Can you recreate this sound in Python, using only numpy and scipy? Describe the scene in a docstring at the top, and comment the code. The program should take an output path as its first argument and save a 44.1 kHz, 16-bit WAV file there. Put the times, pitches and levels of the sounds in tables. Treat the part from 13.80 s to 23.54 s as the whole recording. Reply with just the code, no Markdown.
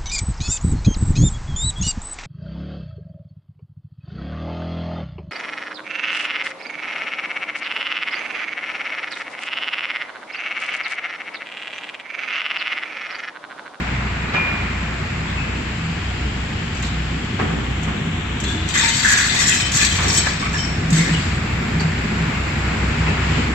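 """A stone passage on a demolition site booms with the throbbing exhausts of three diesel machines.
Close by, a steel blade, probably a shovel, scrapes through grit on concrete in several strokes:
crushed grit hisses, stones snap, and the steel rings and judders as its edge sticks and slips.
Rubble, a bucket and a slab knock, steel clangs, clinks and squeals, and the yard's walls echo."""
import sys
import numpy as np
from scipy import signal
from scipy.fft import rfft, irfft, next_fast_len
from scipy.io import wavfile
from scipy.ndimage import map_coordinates

SR = 44100
rng = np.random.default_rng(int(sys.argv[2]) if len(sys.argv) > 2 else 0)


def waveform_to_disk(signal):
    """Save audio, clipped to [-1, 1], as 16-bit WAV at the path in sys.argv[1]."""
    frames = np.transpose(np.atleast_2d(signal))
    scaled = np.clip(frames, -1, 1) * 32767
    samples = np.round(scaled).astype(np.int16)
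    wavfile.write(sys.argv[1], SR, samples)


N = 429534
TIME = np.arange(N) / SR

# Levels are relative: the functions turn them up or down. A fade time is how long a 60 dB drop takes.
# how hard each exhaust throbs (time [s], generator [dB], compressor [dB], loader [dB])
EXHAUST_LEVELS = [(0, -35, -27.5, -54), (1.5, -38, -29.5, -36), (2.5, -31.5, -31, -26.5),
                  (3.5, -29.5, -28, -41), (4.7, -34, -35, -26), (5.3, -52, -37, -37),
                  (6.3, -35, -32, -26.5), (7.3, -51, -28, -36.5), (8.4, -57, -27.5, -29.5),
                  (9.1, -33, -30, -19.5), (9.74, -41, -37, -20)]
# how fast the loader's engine turns (time [s], speed [Hz])
SHAFT_SPEED = [(0, 33.38), (4, 33.41), (7.5, 32.9), (8.6, 33.03), (9.74, 32.9)]
# the tones in each exhaust (pitch [multiple of its engine's speed], level [dB])
GENERATOR_TONES = [(2, 2.5), (4, -10.5), (6, -21), (8, -14.5), (10, -25)]
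COMPRESSOR_TONES = [(2, 1), (4, -23), (7, -12)]
LOADER_TONES = [(1, -28), (2, -1), (3, -9), (4.5, -8.5), (5, -14)]
# the engines' roar (time [s], low part [dB], upper part [dB])
ROAR_LEVELS = [(0.0, -28, -31), (0.24, -28.5, -34.5), (1.76, -28.5, -34.5), (3.09, -27.5, -34.5),
               (3.39, -28, -32), (4.15, -25.5, -32.5), (4.66, -28.5, -32), (5.21, -31.5, -37),
               (6.26, -26.5, -33), (6.81, -27, -31), (7.24, -24.5, -28.5), (7.38, -24.5, -30.5),
               (8.87, -26.5, -30.5), (9.25, -23.5, -30.5), (9.74, -25, -26.5)]
# engine tones that the passage strengthens (pitch [Hz], level [dB])
DRONE_TONES = [(89.9, -3.5), (121, -8), (161.5, -6), (209.5, -15.5), (240, -16)]
# surges of that drone (loudest at [s], half length [s], pitch [Hz], level [dB])
DRONE_SURGES = [(2.09, 0.15, 163.6, -21), (4.8, 0.21, 90, -25.5), (3.02, 0.34, 88.3, -23.5),
                (4.273, 0.22, 160, -21.5), (6.29, 0.26, 90, -28), (7.58, 0.24, 85.5, -20.5),
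                (8.035, 0.13, 158, -24), (8.4, 0.28, 165.6, -21.5), (5.36, 0.98, 241, -33.5),
                (4.2, 0.26, 238, -29.5), (9.196, 0.63, 160.8, -26), (8.14, .2, 90, -26),
                (9.39, 0.5, 88.6, -29)]
# one note that climbs as the loader revs (time [s], pitch [Hz], level [dB])
REV_NOTE = [(7.9, 204, -78), (8.25, 210, -38), (8.75, 225, -31), (9.0, 229, -39), (9.2, 236, -30),
            (9.45, 238, -42), (9.74, 243, -30)]
# engine clatter and fan air (time [s], clatter [dB], air [dB])
MACHINERY_LEVELS = [
    (0.0, -27.5, -46), (0.45, -29.5, -46), (0.68, -25.5, -48.5), (0.91, -29.5, -44.5),
    (2.26, -31.5, -43.5), (3.25, -32, -44), (4.5, -31.5, -43.5), (7.05, -29.5, -41),
    (7.45, -28, -35.5), (7.58, -28.5, -41.5), (7.77, -28.5, -41.5), (8.14, -28, -41),
    (8.87, -27, -40), (9.41, -25.5, -39), (9.58, -25.5, -36.5), (9.74, -26.5, -42)]
# the clatter's treble slides up and down on the left (time [s], frequency shift [ratio])
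TREBLE_SLIDE = [(0, 0.94), (1.5, 0.95), (2.3, 1.1), (3.3, 1.13), (4.3, 1.21), (5.2, 1.45), (6.5, 0.9),
                (7.6, 0.93), (9.1, 0.93), (9.4, 0.98), (9.58, 1.09), (9.74, 0.82)]
# a dip in clatter and air (deepest at [s], half length [s], centre [Hz], width [Hz], share lost [0-1])
TREBLE_DIP = (4.36, 1.1, 4900, 2100, 0.68)
# a thin whine that comes and goes (loudest at [s], half length [s], level [dB])
WHINE_SWELL = (4.9, 6.5, -47)
# the turbocharger's whistle (time [s], pitch [Hz], level [dB])
TURBO_WHISTLE = [(0, 10800, -66), (3.3, 11400, -61), (3.9, 12100, -51), (4.3, 12400, -56), (5, 11900, -59),
                 (7.4, 11600, -53), (7.8, 12300, -40), (8.1, 12990, -43), (8.6, 12300, -43),
                 (8.9, 12500, -45), (9.3, 11600, -56), (9.74, 11400, -60)]
# the colour of each noise: how strong it is from bass to treble (frequency [Hz], level [dB])
ROAR_COLOUR = [(15, -38), (34, -17), (47, -29), (65, -1.5), (100, -0.5), (135, 2.5), (162, 0.5), (200, -2),
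               (260, -20.5), (400, -39.5)]
UPPER_ROAR_COLOUR = [(120, -27), (200, 2), (240, -1.5), (320, -3.5), (420, -7.5), (560, -16.5),
                     (1000, -39.5)]
CLATTER_COLOUR = [(200, -27), (450, -6.5), (570, -8), (720, -3), (1000, -3), (1800, -1), (2550, -.5),
                  (2900, -3), (3300, -9.5), (4500, -16.5), (8000, -35)]
AIR_COLOUR = [(1500, -16), (3000, 5), (3800, 1.5), (4800, 2), (6100, -7), (7400, 3), (8000, -3),
              (14000, -12.5)]
RUBBLE_COLOUR = [(60, -21), (200, -2), (400, 4.5), (700, 8), (1150, 6), (1800, 3), (2600, -6),
                 (4000, -13.5), (8000, -30)]
GRIT_COLOUR = [(1500, -59), (3500, -10.5), (5200, -9.5), (6300, -3), (6900, -2), (7400, 1), (8000, 0),
               (14000, -11)]
RUB_COLOUR = [(400, -59), (900, -36), (1500, -8), (2400, 6), (2900, 3.5), (3700, 11), (4900, -3),
              (6000, -11), (9000, -15.5)]
JUDDER_COLOUR = [(500, -55), (900, -21), (1300, -14), (1650, -1.5), (2000, -1), (2300, -21), (3500, -27.5)]
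# jolts that set the site booming (time [s], pitch [Hz], level [dB], fade time [s])
BOOMS = [(3.595, 175, -12, .06), (3.6112, 185, -9, .045), (3.607, 219.4, -22.5, 0.67),
         (3.686, 165, -14, 0.12), (4.74, 317, -27, 1.14), (7.03, 159, -17.5, 0.92),
         (7.122, 160.2, -4.5, 0.39), (7.185, 166.7, -12, 0.58), (7.311, 161.2, -12, 0.55),
         (7.77, 167, -16, .25), (7.799, 239.5, -22.5, 1.4), (7.953, 164, -12, 0.36),
         (8.045, 159, -12.5, 0.25)]
# lumps landing (time [s], level [dB], thud over crunch [dB], crunch pitch [ratio], fade time [s])
RUBBLE_FALLS = [(.161, -30, -26, 1.7, 0.13), (.535, -22.5, -11, 1.34, 0.45), (.546, -23.5, -12, 1, 0.28),
                (3.031, -28.5, -28, 2.4, 0.33), (3.7, -32, 1, 0.77, 1), (3.591, -22.5, -8, 1.2, 0.2),
                (3.612, -27.5, 1, 1, 0.43), (4.075, -26.5, -3.5, 1.3, 0.26), (5.546, -22, -25, 1.8, 0.1),
                (6.185, -24, -25, 1.5, 0.92), (6.245, -26.5, 2, 1.3, 0.54), (6.468, -17, -20, 1.3, 0.067),
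                (6.655, -24, -25, 2.1, 0.11), (6.738, -24, -19, 1.5, 0.15), (7.192, -41, -25, 1.8, 0.15),
                (8.004, -24, -6, 1.4, 0.23), (8.933, -26, -21, 0.88, 0.094), (9.265, -22, -17, 1.35, 0.19)]
# the notes of a steel bucket, concrete slab, steel bar and pin (pitch [Hz], level [dB], fade time [s])
BUCKET_NOTES = [(388, 1, .07), (802, -2, .07), (1114, 2, .05), (1330, -7, .09), (1620, -5, .1),
                (1949, -6, .07), (2175, -5, .06), (2400, -11, .07)]
SLAB_NOTES = [(1130, 0, .06), (1290, -1, .04), (1523, -6, .06), (2094, -7, .03), (2300, -9, .06)]
BAR_NOTES = [(1023, -12, .15), (1705, 3, .06), (2410, -1, .45), (2445, -6, .25), (2510, -4, .06),
             (2638, -4, .09), (2900, -9, .06)]
PIN_NOTES = [(4307, -11, .1), (4560, 0, .09), (4650, -7, .05)]
# the blows on each of them (time [s], level [dB])
BUCKET_BLOWS = [(3.598, -20.5), (3.612, -23.5), (3.684, -30)]
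SLAB_BLOWS = [(6.625, -15), (6.631, -25), (6.658, -27)]
BAR_BLOWS = [(.5465, -22.5), (.556, -21), (.566, -23.5), (.598, -31), (.647, -31)]
PIN_BLOWS = [(7.997, -25), (8.009, -25.5), (8.037, -33), (8.083, -37)]
# small bits of steel clinking, and the blade's own note near 3.1 kHz ringing out when struck (time [s], pitch
# [Hz], level [dB], fade time [s])
CLINKS = [(.49, 3962, -33, 0.18), (1.575, 2587, -24, .3), (1.762, 4306, -40, .13), (2.949, 6800, -38, .06),
          (2.955, 4700, -35, .05), (2.968, 5630, -34, .06), (3.024, 6740, -34, .08),
          (4.644, 4080, -26.5, 0.12), (4.976, 6400, -18, .12), (5.083, 6459, -19.5, .09),
          (5.11, 3060, -23, 0.16), (5.144, 4600, -27, 0.13), (5.44, 4400, -25, 0.15), (5.68, 3250, -25, .2),
          (5.718, 3095, -22, .28), (5.82, 3050, -25, .25), (6.115, 3110, -22.5, .4),
          (6.243, 5740, -29, .12), (6.251, 3095, -31, 0.18), (6.784, 3080, -24.5, 0.22),
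          (7.207, 4390, -27, .13), (9.281, 2614, -22, 0.14)]
# short squeals of metal (loudest at [s], pitch [Hz], width [Hz], rise time [s], level [dB])
SQUEALS = [(1.5, 3500, 700, .06, -39), (3.06, 3900, 800, 0.07, -38), (4.695, 3446, 140, 0.092, -32),
           (4.966, 1840, 350, 0.024, -18), (5.01, 7550, 200, 0.017, -29), (5.049, 922, 30, 0.081, -33.5),
           (5.17, 7430, 200, 0.018, -28), (5.259, 1650, 200, 0.023, -15.5), (5.313, 1655, 30, 0.082, -20),
           (5.377, 6160, 300, .008, -20), (5.02, 3640, 220, .06, -26.5), (6.05, 4400, 250, .04, -30),
           (6.39, 4410, 250, .04, -30), (5.685, 7220, 300, 0.037, -19.5), (5.73, 2580, 350, 0.04, -22),
           (5.809, 2470, 150, .025, -25), (6.025, 1860, 500, .035, -25), (6.015, 2480, 200, 0.023, -23),
           (5.66, 5345, 160, .07, -27), (5.79, 5350, 70, 0.055, -29), (6.299, 5480, 150, 0.039, -26),
           (6.37, 5440, 130, 0.12, -29), (6.383, 7740, 160, 0.02, -16), (6.469, 1680, 400, .014, -20),
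           (6.665, 2320, 251, .018, -27), (6.601, 5430, 140, 0.23, -42), (6.746, 1690, 120, 0.02, -25),
           (6.804, 5460, 220, 0.085, -27.5), (7.205, 2100, 200, 0.04, -23), (7.223, 5260, 120, 0.063, -35),
           (7.35, 2900, 200, 0.029, -26), (8.168, 2940, 120, 0.03, -35)]
# stones snapping under the blade (time [s], level [dB])
STONE_SNAPS = [(2.862, -37), (2.948, -30), (2.97, -31), (2.997, -30), (3.0235, -22.5), (3.05, -29),
               (3.0654, -27), (4.03, -23.5), (4.601, -19.5), (4.6375, -26), (4.887, -15.5), (4.952, -15),
               (4.9751, -9), (5.007, -17), (5.089, -10), (5.374, -20), (5.5457, -13), (5.672, -11.5),
               (5.917, -10.5), (5.969, -6), (6.048, -8), (6.2296, -15), (6.373, -4), (6.7292, -20.5),
               (6.7775, -22), (7.102, -15.5), (7.1282, -12), (8.004, -23)]
# the blade's own notes (pitch [Hz], width [Hz], level on its edge [dB], level dragged flat [dB])
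BLADE_NOTES = [(936, 11, -16, -20), (1171, 21, -9, -6.5), (1506, 20, -7, -17), (1647, 12, 6, -8),
               (1734, 24, -3, 1), (1925, 24, -2, -2.5), (2069, 30, 0, 0.5), (2315, 31, -7, 0),
               (2500, 90, -3, -1), (2740, 60, -6, -9), (3091, 17, 2, 1), (3320, 30, -8, -3),
               (3625, 50, 0, .5), (4052, 30, -1.5, 3), (4400, 45, -5, -4), (4520, 70, -10, -3),
               (5360, 30, -30, -3), (5850, 70, -8, -9), (6185, 40, -4, -8), (6550, 40, -6, -14),
               (6860, 40, -14, -7), (7350, 160, -3.5, -8.5), (7768, 28, -12, 0)]
# the blade's strokes (start [s], length [s], grit [dB], ring [dB], judder [dB], change in push [dB])
BLADE_STROKES = [(4.631, 0.073, -34.5, -31, -37, -5.5), (4.867, 0.044, -40, -31.5, -47, 9),
                 (4.929, 0.13, -26, -20.5, -18, 4), (5.105, 0.14, -21, -23.5, -41, 2.5),
                 (5.231, 0.2, -19, -22, -13.5, 1), (5.446, 0.25, -26.5, -22.5, -33, -2.5),
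                 (5.58, 0.17, -18.5, -23, -19.5, 0.5), (5.924, 0.1, -18.5, -22.5, -21, 6),
                 (6.093, 0.19, -26.5, -25, -25.5, -1), (6.272, 0.092, -20, -25, -29, 5),
                 (6.407, 0.075, -30, -27, -28, 2.5), (6.722, 0.074, -34, -36, -44, 2),
                 (7.117, 0.056, -24, -31, -26, 7), (7.241, 0.088, -43, -30, -23, -5.5)]
# pitches of stones pinging on the blade (lowest [Hz], highest [Hz])
JINGLE_RANGE = (2500, 6900)
# how alike left and right sound (frequency [Hz], likeness [0-1])
STEREO_LIKENESS = [(60, 0.99), (130, 0.98), (290, 0.91), (600, 0), (1400, 0.37), (3000, 0), (7000, 0.016)]
# how long the yard echoes (frequency [Hz], fade time [s])
YARD_FADE = [(150, 0.4), (2000, 0.88), (8000, 0.23)]
# how the highest treble of the whole sound falls away (frequency [Hz], level [dB])
TREBLE_LOSS = [(7750, -0.5), (8050, -10.5), (8800, -24), (9400, -70), (10800, -16), (14000, -24.5),
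               (15300, -35)]


def amp(db):
    """Turn decibels into a number to multiply by."""
    return 10 ** (np.asarray(db) / 20)


def unit(x):
    """Scale x to an average strength (rms) of 1."""
    return x / np.sqrt(np.mean(x ** 2) + 1e-20)


def along(points, hz):
    """Read between (frequency, value) points, with octaves evenly spaced."""
    freqs, values = np.transpose(points)
    return np.interp(np.log(hz + 1), np.log(freqs + 1), values)


def curves(rows):
    """Turn each column after the time into one value per sample."""
    times, *columns = np.transpose(rows)
    return [np.interp(TIME, times, column) for column in columns]


def wobble(rate):
    """A smooth random curve through `rate` points a second."""
    return map_coordinates(rng.standard_normal(int(N * rate / SR) + 4), [TIME * rate])


def swell(peak_s, half_length):
    """A smooth rise and fall."""
    return np.cos(np.pi / 2 * np.clip((TIME - peak_s) / half_length, -1, 1)) ** 2


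def cycles(hz):
    """The running angle (phase) of a tone whose pitch moves."""
    return 2 * np.pi * np.cumsum(hz) / SR


def filtered(x, response):
    """Turn each frequency in x up or down by response(frequency)."""
    size = x.shape[-1]
    padded = next_fast_len(size + 8192)
    return irfft(rfft(x, padded) * response(np.fft.rfftfreq(padded, 1 / SR)), padded)[..., :size]


def coloured(x, colour):
    """Shape x with a colour table, at strength 1."""
    return unit(filtered(x, lambda hz: amp(along(colour, hz))))


def resonance(f, hz, width):
    """How something that rings at hz answers frequency f; a narrow width rings longer."""
    return 1j * f * width / (hz * hz - f * f + 1j * f * width)


def stereo_noise(size=N):
    """Noise whose two sides are alike in the bass and unrelated in the treble."""
    angle = lambda hz: np.arccos(np.clip(along(STEREO_LIKENESS, hz), -1, 1)) / 2
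    shares = lambda hz: np.array([np.cos(angle(hz)), np.sin(angle(hz))])
    mid, side = filtered(rng.standard_normal((2, size)), shares)
    return np.array([mid + side, mid - side])


def grains(rate, spread_db, smear):
    """Tiny cracks of uneven size, about `rate` a second; smear adds steady noise between them."""
    sizes = (rng.random(N) < rate / SR) * amp(spread_db * np.clip(rng.standard_normal(N), -2, 2))
    fade = np.exp(-np.arange(200) / 30)
    power = np.abs(signal.fftconvolve(sizes ** 2, fade)[:N])
    return unit(np.sqrt(power / power.mean() + smear) * stereo_noise())


def hit_shape(t, rise_s, fade_s):
    """The loudness of a hit: a quick rise, then a steady fade."""
    return (1 - np.exp(-t / rise_s)) * amp(-60 * t / fade_s)


def ping(hz, fade_s):
    """One struck note, its wave starting at a different point on each side."""
    t = np.arange(SR // 2) / SR
    return hit_shape(t, 0.00066, fade_s) * np.sin(2 * np.pi * (hz * t + rng.random((2, 1)) / 2))


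def panned(x, left_db):
    """Make the left side left_db louder than the right."""
    return x * amp([[left_db / 2], [-left_db / 2]])


def add(track, start_s, sound):
    """Mix a sound into the track."""
    part = track[:, max(round(start_s * SR), 0):][:, :sound.shape[-1]]
    part += sound[..., :part.shape[1]]


def yard_echo(x):
    """Sound bounces off the stone walls; the high treble dies first."""
    hz, t, noise = signal.stft(rng.standard_normal((2, SR)), SR, nperseg=256)
    tail = signal.istft(noise * amp(-60 * t / along(YARD_FADE, hz)[:, None]), SR, nperseg=256)[1]
    return signal.fftconvolve(x, tail / np.linalg.norm(tail[0]), axes=1)[:, :N]


def passage_roar(shaft):
    """The engines chug and roar in the passage, which picks out a few throbbing, surging tones."""
    low_db, upper_db = curves(ROAR_LEVELS)
    chug = .17 * np.sin(shaft / 2 + .5 * wobble(6))  # once every two turns of the shaft
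    lope = .15 * np.sin(cycles(10.5 + wobble(3)))  # a slower pulse, near 10.5 Hz
    low = amp(-2.1 + 0.5 * wobble(7.6)) * coloured(stereo_noise(), ROAR_COLOUR)
    upper = amp(upper_db + 1 + 1.1 * wobble(7)) * coloured(stereo_noise(), UPPER_ROAR_COLOUR)
    drone = sum(amp(db + 3.2 * wobble(8)) * np.sin(cycles(hz + wobble(7))) for hz, db in DRONE_TONES)
    surges = sum(amp(db) * swell(peak_s, half_length) * np.sin(cycles(hz + 1.55 * wobble(11)))
                 for peak_s, half_length, hz, db in DRONE_SURGES)
    rev_hz, rev_db = curves(REV_NOTE)
    rev = amp(rev_db + 2 * wobble(10)) * np.sin(cycles(rev_hz + wobble(10)))
    return unit(1 + chug + lope) * (amp(low_db) * (low + drone) + upper + surges) + rev


def exhaust_tones(tones, shaft):
    """One exhaust hums at multiples of its engine's speed; higher tones waver more."""
    return sum(amp(db) * np.sin(multiple * (shaft + 0.04 * wobble(5.4))) for multiple, db in tones)


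def exhausts(shaft, generator_hz=29.98, compressor_hz=30.655, in_step_s=.22):
    """Generator and compressor drift in and out of step, so their sum swells; the loader throbs too."""
    generator_db, compressor_db, loader_db = curves(EXHAUST_LEVELS)
    angle_per_hz = 2 * np.pi * (TIME - in_step_s)
    generator = amp(generator_db) * exhaust_tones(GENERATOR_TONES, generator_hz * angle_per_hz)
    compressor = amp(compressor_db) * exhaust_tones(COMPRESSOR_TONES, compressor_hz * angle_per_hz)
    loader = amp(loader_db) * exhaust_tones(LOADER_TONES, shaft)
    shaft_hum = amp(-41.5) * np.sin(shaft)
    return generator + compressor + loader + shaft_hum


def sliding_colour(x):
    """Give x the clatter's colour: sliding in the left treble, steady on the right."""
    hz, t, (left, right) = signal.stft(x, SR, nperseg=512)
    hz = hz[:, None]
    ratio = np.interp(t, *np.transpose(TREBLE_SLIDE))
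    stretch = 1 + (ratio - 1) * np.clip(hz / 2500, 0, 1)  # the bass hardly moves
    left = left * amp(along(CLATTER_COLOUR, hz / stretch))
    right = right * amp(along(CLATTER_COLOUR, hz * 1.147))
    return unit(signal.istft(np.array([left, right]), SR, nperseg=512)[1][:, :N])


def treble_dip(x):
    """The sound turns duller for a moment, losing part of its middle treble."""
    deepest_s, half_length, hz, width, share = TREBLE_DIP
    return x - share * swell(deepest_s, half_length) * filtered(x, lambda f: resonance(f, hz, width))


def clatter_and_fans(shaft):
    """The clatter pulses as the loader's engine fires, and fans blow hissing air."""
    clatter_db, air_db = curves(MACHINERY_LEVELS)
    pulses = .03 * np.sin(2 * shaft) + .025 * np.sin(shaft) + .03 * np.sin(3 * shaft + wobble(26))
    clatter_gain = amp(clatter_db + 2 + 0.32 * wobble(10)) * unit(1 + pulses)
    clatter = clatter_gain * sliding_colour(grains(rate=950, spread_db=6.5, smear=7.9))
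    air = amp(air_db + 4.5) * coloured(stereo_noise(), AIR_COLOUR)
    return treble_dip(panned(clatter, left_db=0.9) + panned(air, left_db=2.5))


def whine(hz=722, width_hz=17):
    """A thin whine slowly swells and fades."""
    peak_s, half_length, db = WHINE_SWELL
    tone = unit(filtered(stereo_noise(), lambda f: resonance(f, hz, width_hz) ** 2))
    return amp(db) * swell(peak_s, half_length) * tone


def turbo(waver_hz=170):
    """The turbocharger's faint, high, wavering whistle rises and falls, strongest around 8 s."""
    hz, db = curves(TURBO_WHISTLE)
    return amp(db) * np.sin([cycles(hz + waver_hz * wobble(500)) for _ in range(2)])


def booms():
    """Each heavy jolt rings one low, hollow note."""
    out, t = np.zeros((2, N)), np.arange(SR) / SR
    for start, hz, db, fade_s in BOOMS:
        add(out, start, amp(db) * hit_shape(t, 0.0033, fade_s) * np.sin(2 * np.pi * hz * t))
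    return out


def rubble():
    """Lumps land with a dead crunch; small ones sound higher, heavy ones thud."""
    out, t = np.zeros((2, N)), np.arange(SR // 2) / SR
    for start, db, thud_db, pitch, fade_s in RUBBLE_FALLS:
        crunch = coloured(stereo_noise(len(t)), [(hz * pitch, level) for hz, level in RUBBLE_COLOUR])
        thud = amp(thud_db + 1.5) * coloured(stereo_noise(len(t)), UPPER_ROAR_COLOUR)
        add(out, start, amp(db) * hit_shape(t, 0.00042, fade_s) * (crunch + thud))
    return out


def struck(notes, blows, crack_db, crack_fade_s=.05):
    """Every blow cracks briefly and rings the object's own notes in a slightly different mix."""
    out, t = np.zeros((2, N)), np.arange(SR // 2) / SR
    body = lambda f: sum(amp(level) * np.abs(resonance(f, hz, hz / 3)) ** 2 for hz, level, _ in notes)
    for start, db in blows:
        ring = sum(amp(level + rng.normal(0, 1)) * ping(hz, fade_s) for hz, level, fade_s in notes)
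        crack = amp(crack_db - 60 * t / crack_fade_s) * unit(filtered(stereo_noise(len(t)), body))
        add(out, start, amp(db) * (ring + crack))
    return out


def clinks():
    """Small pieces of steel, and the blade's own note near 3.1 kHz, each sound one clear, short note."""
    out = np.zeros((2, N))
    for start, hz, db, fade_s in CLINKS:
        add(out, start, amp(db) * ping(hz, fade_s))
    return panned(out, left_db=7.5)


def squeals():
    """Steel catches for a moment, sings one rough note and rings out."""
    out, t = np.zeros((2, N)), np.arange(SR // 2) / SR
    for peak_s, hz, width, rise_s, db in SQUEALS:
        past_peak = t / rise_s - 1
        rise = np.cos(np.pi / 2 * np.minimum(past_peak, 0)) ** 2
        ring_out = np.exp(-np.maximum(past_peak, 0) / 0.99)
        tone = unit(filtered(rng.standard_normal((2, len(t))), lambda f: resonance(f, hz, width) ** 2))
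        add(out, peak_s - rise_s, amp(db + 1.6) * rise * ring_out * tone)
    return panned(out, left_db=3.0)


def stone_snaps(rise_s=0.00094, crack_fade_s=0.099, ring_fade_s=0.58):
    """Single stones crack with a short, bright spray that rings the blade."""
    out, t = np.zeros((2, N)), np.arange(SR // 2) / SR
    steel = lambda f: sum(amp(db) * resonance(f, hz, width) for hz, width, db, _ in BLADE_NOTES)
    spray = lambda: coloured(stereo_noise(len(t)), GRIT_COLOUR)
    for start, db in STONE_SNAPS:
        crack = hit_shape(t, rise_s, crack_fade_s) * spray()
        ring = amp(-18.5) * hit_shape(t, rise_s, ring_fade_s) * unit(filtered(spray(), steel))
        add(out, start, amp(db - 4) * (crack + ring))
    return panned(out, left_db=-1.0)


def jingles(ring_gain, per_second=30):
    """Stones kicked up by the blade ping on it, each at its own pitch."""
    out, (low, high) = np.zeros((2, N)), JINGLE_RANGE
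    for when, pitch, size in rng.random((int(per_second * N / SR), 3)):
        force = ring_gain[int(when * N)]
        if force > amp(-40):  # only while the blade is sounding
            gain = force * amp(-11.5 + 6 * size)
            add(out, when * N / SR, gain * ping(low * (high / low) ** pitch, fade_s=.11))
    return out


def stroke_gains(bite_s=0.014):
    """Each stroke bites and pushes on; once the blade lifts, each part dies at its own rate."""
    gains, t = np.zeros((3, N)), np.arange(SR) / SR
    fall_db_per_s = np.array([[114], [44], [163]])  # grit, ring, judder
    for start, length, grit_db, ring_db, judder_db, change_db in BLADE_STROKES:
        push_db = change_db * (np.minimum(t / length, 1) - .5)
        fall_db = fall_db_per_s * np.maximum(t - length, 0)
        stroke = np.minimum(t / bite_s, 1) * amp(push_db - fall_db + [[grit_db], [ring_db], [judder_db]])
        span = slice(round(start * SR), round(start * SR) + SR)
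        gains[:, span] = np.maximum(gains[:, span], stroke)  # the firmer contact wins
    return gains


def blade_scrape(slip_hz=105, switch_s=5):
    """Grit crushed under the blade hisses and rings the steel; the pressed edge sticks and slips."""
    grit_gain, ring_gain, judder_gain = stroke_gains()
    flicker = amp(1 + 2.1 * wobble(45))
    grit = grit_gain * flicker * coloured(grains(rate=610, spread_db=-0.5, smear=0.86), GRIT_COLOUR)
    rub = ring_gain * amp(-6.5) * coloured(grains(rate=450, spread_db=4.5, smear=.45), RUB_COLOUR)
    cracks = grains(rate=200, spread_db=3, smear=0.4)
    is_flat = TIME > switch_s  # the notes switch at once from their edge levels to their flat levels
    ring = np.zeros((2, N))
    for hz, width, edge_db, flat_db in BLADE_NOTES:
        wander_db = 2.9 * wobble(8)  # the contact point wanders, so each note swells by itself
        note = filtered(cracks, lambda f: resonance(f, hz, width))
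        ring += amp(np.where(is_flat, flat_db, edge_db) + wander_db) * note
    slips = unit(np.exp(.65 * np.sin(cycles(slip_hz + 35 * wobble(70)))))
    judder = judder_gain * amp(-5.5) * slips * coloured(stereo_noise(), JUDDER_COLOUR)
    steel = rub + ring_gain * unit(ring) + jingles(ring_gain)
    return panned(grit, left_db=1.0) + panned(steel, left_db=6.5) + panned(judder, left_db=1.5)


def scene():
    """Engines behind, hand work in front, walls around."""
    shaft = cycles(curves(SHAFT_SPEED)[0] + 0.059 * wobble(3))  # how far the loader's engine has turned
    engines = exhausts(shaft) + passage_roar(shaft) + clatter_and_fans(shaft) + whine() + turbo()
    blade = blade_scrape() + stone_snaps()
    knocks = rubble() + struck(BUCKET_NOTES, BUCKET_BLOWS, crack_db=0.5)
    knocks += struck(SLAB_NOTES, SLAB_BLOWS, crack_db=-7)
    metal = squeals() + clinks() + struck(BAR_NOTES, BAR_BLOWS, crack_db=-1.5)
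    metal += struck(PIN_NOTES, PIN_BLOWS, crack_db=-5)
    echo = yard_echo(amp(-12) * blade + amp(-7) * knocks + amp(-9) * metal)
    return engines + booms() + blade + knocks + metal + echo


def record(dry, skew=0.017, ceiling=.85, top_hz=15300):
    """Dull the top octave (a bit sooner on the right), round off peaks and cut the highest treble."""
    sides = lambda hz: amp([along(TREBLE_LOSS, hz / (1 + skew)), along(TREBLE_LOSS, hz * (1 + skew))])
    dulled = filtered(dry, sides)
    rounded = dulled / (1 + np.abs(dulled / ceiling) ** 12) ** (1 / 12)
    return filtered(rounded, lambda hz: hz < top_hz)


dry = scene()
out = record(dry)
waveform_to_disk(out)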